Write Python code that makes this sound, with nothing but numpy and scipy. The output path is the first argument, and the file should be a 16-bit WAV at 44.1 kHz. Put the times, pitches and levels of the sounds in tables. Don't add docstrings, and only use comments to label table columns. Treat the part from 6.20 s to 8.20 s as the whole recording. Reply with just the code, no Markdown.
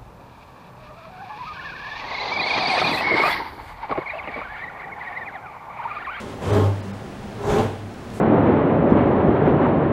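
import sys
import numpy as np
from scipy import signal
from scipy.fft import rfft, irfft, next_fast_len
from scipy.io import wavfile
from scipy.ndimage import map_coordinates

SR = 44100
rng = np.random.default_rng(int(sys.argv[2]) if len(sys.argv) > 2 else 0)


def rack_gain(trim_db):
    fader = np.asarray(trim_db, float)
    return 10 ** (fader / 20)


def materialize(psi):
    bounded = np.clip(np.atleast_2d(psi).T, -1, 1)
    quanta = np.round(bounded * 32767).astype(np.int16)
    wavfile.write(sys.argv[1], SR, quanta)


N = 88200
T_S = np.arange(N) / SR
SECOND_PUSH_S = 0.9


def unit(x):
    return x / np.sqrt(np.mean(x ** 2) + 1e-20)


def along(points, hz):
    f, value = np.transpose(points)
    return np.interp(np.log(hz + 1), np.log(f + 1), value)


def curves(rows):
    s, *columns = np.transpose(rows)
    return [np.interp(T_S, s, column) for column in columns]


def wobble(knots_per_s):
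    return map_coordinates(rng.standard_normal(400), [np.arange(N) * knots_per_s / SR])


def filtered(x, response):
    size = next_fast_len(N + SR // 2)
    return irfft(rfft(x, size) * response(np.fft.rfftfreq(size, 1 / SR)), size)[..., :N]


def modes(rows, f):
    total = 0
    for k, (hz, width_hz, level_db) in enumerate(rows):
        damping = 1j * f * width_hz
        total = total + (-1) ** k * rack_gain(level_db) * damping / (hz * hz - f * f + damping)
    return total


def band(x, hz, width_hz):
    return unit(filtered(x, lambda f: modes([(hz, width_hz, 0)], f) ** 2))


def track(rows):
    first, last = rows[0], rows[-1]
    hz, level_db = curves([(first[0] - .05, first[1], -70), *rows, (last[0] + 0.061, last[1], -70)])
    return 2 * np.pi * np.cumsum(hz) / SR, np.sqrt(2) * rack_gain(level_db)


def house():
    # hz, level_db (per Hz)
    spectrum = [(22, -9), (60, -5), (200, -5), (700, -9), (1800, -18.5), (5000, -30.5), (10000, -39),
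                (15500, -50.5)]
    # hz, width_hz, lift_db
    room_modes = [(108.4, 23, 7.5), (196.4, 8.5, 8.5), (226, 48, 3.5), (378, 15, -1.5), (795, 13, 0.5)]

    def response(f):
        lift = 1 + sum(rack_gain(db) / (1 + ((f - hz) / width_hz * 2) ** 2) for hz, width_hz, db in room_modes)
        return rack_gain(along(spectrum, f)) * lift

    level_db = -34.5 + 1.1 * wobble(4.1)
    return rack_gain(level_db) * unit(filtered(rng.standard_normal(N), response))


def room(x):
    # hz, t60_s
    decay = [(100, 0.46), (1000, 0.54), (8000, 0.26)]
    hz, t, z = signal.stft(rng.standard_normal(SR // 2), SR, nperseg=256)
    fall = rack_gain(-60 * t / along(decay, hz)[:, None])
    tail = signal.istft(z * fall, SR, nperseg=256)[1]
    delayed = np.pad(x, (400, 0))
    return signal.fftconvolve(delayed, tail / np.linalg.norm(tail))[:N]


def grit():
    # start_s, level_db, t60_s
    grit_ticks = [
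        (0.333, -29, 0.027),
        (1.229, -34, .02),
        (1.741, -32, 0.011),
        (1.902, -33.5, .015),
    ]
    low_hz, high_hz = 700, 6000
    out, t = np.zeros(N + SR), np.arange(1600) / SR
    for start_s, level_db, t60_s in grit_ticks:
        burst = rack_gain(level_db - 60 * t / t60_s) * rng.standard_normal(len(t))
        out[round(start_s * SR):][:len(t)] += burst
    return filtered(out[:N], lambda f: 1j * f / (low_hz + 1j * f) * (high_hz / (high_hz + 1j * f)) ** 3)


def scuffs():
    # middle_s, half_length_s, hz, width_hz, level_db
    rubs = [
        (1.305, .05, 6600, 1600, -48),
        (1.395, .012, 2600, 3000, -38),
    ]
    out = 0
    for middle_s, half_s, hz, width_hz, level_db in rubs:
        swell = np.exp(-((T_S - middle_s) / half_s) ** 2)
        out = out + rack_gain(level_db) * swell * band(rng.standard_normal(N), hz, width_hz)
    return out


def lurch():
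    jolt_s = [
        .285,
        .36,
        1.295,
        1.3,
        1.365,
        1.37,
    ]
    # hz, level_db, t60_s
    rings = [
        (45, -27, 0.14),
        (202.2, -9.5, 0.2),
        (47.4, -16, 0.13),
        (162.3, -17.5, 0.42),
        (227.9, -15, 0.37),
        (44, -24, 0.28),
    ]
    rise_s = .02
    late_s = np.clip(T_S - np.array(jolt_s)[:, None], 0, None)
    hz, level_db, t60_s = np.transpose(rings)[..., None]
    envelope = rack_gain(level_db - 60 * late_s / t60_s) * (1 - np.exp(-late_s / rise_s))
    return np.sum(envelope * np.sin(2 * np.pi * hz * late_s), axis=0)


def stile():
    # start_s, pitch_hz, level_db
    stile_glides = [
        [(.27, 402, -49), (.31, 410.6, -24.5), (.35, 407.3, -21), (.375, 426.5, -23), (.41, 435.7, -25),
         (.45, 424, -28)],
        [(1.2, 400, -36.5), (1.26, 406.2, -26), (1.3, 421.2, -21), (1.335, 408, -29), (1.365, 414, -20),
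         (1.4, 433, -23), (1.455, 440, -26), (1.5, 440, -55)],
    ]
    rough_db, jitter_rad = 2, .6
    out = 0
    for phase, gain in map(track, stile_glides):
        rough_gain = gain * rack_gain(rough_db * wobble(44.5))
        out = out + rough_gain * np.cos(phase + jitter_rad * wobble(34.47))
    return out


def panel():
    # start_s, pitch_hz, level_db
    panel_glides = [
        [(.24, 96.9, -51.5), (.28, 95, -22), (.3, 100, -32), (.325, 104.7, -16), (.37, 97.9, -23.5),
         (.43, 99, -16), (.48, 101, -17), (.64, 99, -35.5), (.79, 99.7, -40.5)],
        [(1.39, 99.8, -36), (1.43, 103.5, -28), (1.51, 99.1, -29), (1.56, 96.8, -41), (1.68, 105, -35.5)],
    ]
    # multiple, level_db
    overtones = [(2, -14.5), (3, -19.5)]
    out = 0
    for phase, gain in map(track, panel_glides):
        swing = np.cos(phase)
        for multiple, level_db in overtones:
            swing = swing + rack_gain(level_db + 5.3 * wobble(14)) * np.cos(multiple * phase + 1.54)
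        out = out + gain * swing
    return out


def washer(force_db):
    taps_per_s, first_s, spread_db = 101, .351, 2.5
    tapped = np.diff(np.floor((T_S - first_s) * taps_per_s), prepend=0) > 0
    taps = tapped * rack_gain(spread_db * rng.standard_normal(N))
    return rack_gain(force_db - 44) * band(taps, hz=12300, width_hz=1600)


def wheel_hiss(rough, hiss_db):
    # hz, level_db (per Hz)
    first = [(900, -11), (1500, -1), (2900, -4.5), (4200, -12), (7000, -13.5), (11000, -21.5), (15500, -46)]
    # hz, level_db (per Hz)
    second = [(900, -19), (1500, 6), (3500, 2.5), (5000, -16), (6800, -12.5), (9500, -11), (12500, -28),
              (15500, -40)]
    # hz, level_db (per Hz)
    last = [(900, -20), (2000, 1), (5000, -4), (8000, 0), (12000, -6), (15500, -25)]
    last_slide_s = 1.75
    noise = rough[::-1]
    hisses = []
    for spectrum in (first, second, last):
        hisses.append(unit(filtered(noise, lambda f: rack_gain(along(spectrum, f)) * (f > 900))))
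    hiss = np.select([T_S < SECOND_PUSH_S, T_S < last_slide_s], hisses[:2], hisses[2])
    return rack_gain(hiss_db + 2.7 * wobble(26.25)) * hiss


def shaken_modes(drive):
    # hz, width_hz, first_push_db, second_push_db
    door_modes = [(47.7, 38, -18, -23), (113, 37, -39, -4), (152, 7.8, -1, -10), (208.7, 7.5, -14, -7),
                  (238.7, 35, -8, -6.5), (301.6, 19, -3.5, -2.5), (363.5, 14.3, -1, -2),
                  (408, 20.3, -1, -4.5), (440, 14, -5, -4.5), (493.6, 27, -3.5, -7), (566, 42, -8, -10.5),
                  (643.3, 22, -5, -4), (797, 32, -15, -9), (891, 19.3, -6.5, -9)]
    # hz, width_hz, first_push_db, second_push_db
    rail_modes = [(1058, 28, -13.5, -21), (1225, 39, -12.5, -16), (1410, 110, -38, -36),
                  (3230, 410, -30.5, -40.5), (7040, 2600, -57, -44.5)]
    # hz, level_db
    body = [(25, -36), (80, -13), (300, -23.5), (1000, -15.5), (1800, -29), (4000, -59), (9000, -61)]
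    out = 0
    for push, gate in enumerate([T_S < SECOND_PUSH_S, T_S >= SECOND_PUSH_S]):
        rows = [(hz, width_hz, levels_db[push]) for hz, width_hz, *levels_db in [*door_modes, *rail_modes]]
        out = out + filtered(drive * gate, lambda f: modes(rows, f) + rack_gain(along(body, f)))
    return rack_gain(20.5) * out


def rolling():
    # start_s, force_db, hiss_db
    motion = [(0, -30.5, -44.5), (.08, -36.5, -50.5), (.2, -38, -57.5), (.225, -27.5, -44),
              (.3, -23, -37.5), (.34, -17.5, -41), (.39, -18.5, -39), (.455, -24.5, -47.5),
              (.54, -39.5, -49), (1.15, -51, -71), (1.24, -24, -48.5), (1.3, -18, -40), (1.345, -17, -44),
              (1.39, -18.5, -35.5), (1.46, -23.5, -45.5), (1.56, -44.5, -51), (1.89, -44, -94),
              (1.94, -39.5, -54.5)]
    bumps_per_s, bump_spread_db, bump_share = 900, 3, .4
    force_db, hiss_db = curves(motion)
    struck = rng.random(N) < bumps_per_s / SR
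    bumps = struck * rack_gain(bump_spread_db * rng.standard_normal(N)) * rng.choice([-1, 1], N)
    rough = unit(rng.standard_normal(N) + bump_share * unit(bumps))
    drive = rack_gain(force_db + 0.23 * wobble(31.2)) * rough
    return shaken_modes(drive) + washer(force_db) + wheel_hiss(rough, hiss_db)


def scene():
    door = rolling() + grit() + scuffs()
    reverb = rack_gain(-10) * room(door)
    return (house() + reverb + lurch() + stile() + panel() + door)[None]


def dropouts(dry):
    # middle_s, lost_above_hz, kept_hz, kept_hz
    losses = [
        (0.32, 4000, 6000, 8500),
        (0.618, 3800, 4150, 5000),
        (0.724, 2900, 3700, 5200),
    ]
    length_s, depth, kept_gain, kept_width_hz = .0078, .97, 1.8, 200
    out = 0
    for middle_s, above_hz, *kept_hz in losses:
        def lost(f):
            kept = sum(np.exp(-((f - hz) / kept_width_hz) ** 4) for hz in kept_hz)
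            return (1 - kept_gain * kept) / (1 + (above_hz / (f + 1)) ** 16)

        out = out + depth * np.exp(-((T_S - middle_s) / length_s) ** 2) * filtered(dry, lost)
    return out


def roll_off(x):
    return signal.sosfilt(signal.butter(12, 15760, fs=SR, output="sos"), x)


def record(dry):
    top, knee = .56, 5
    dry = dry / (1 + np.abs(dry / top) ** knee) ** (1 / knee)
    whistle = rack_gain(-74) * band(rng.standard_normal(N), hz=15715, width_hz=150)
    return roll_off(dry + whistle - dropouts(dry))


dry = scene()
out = record(dry)
materialize(out)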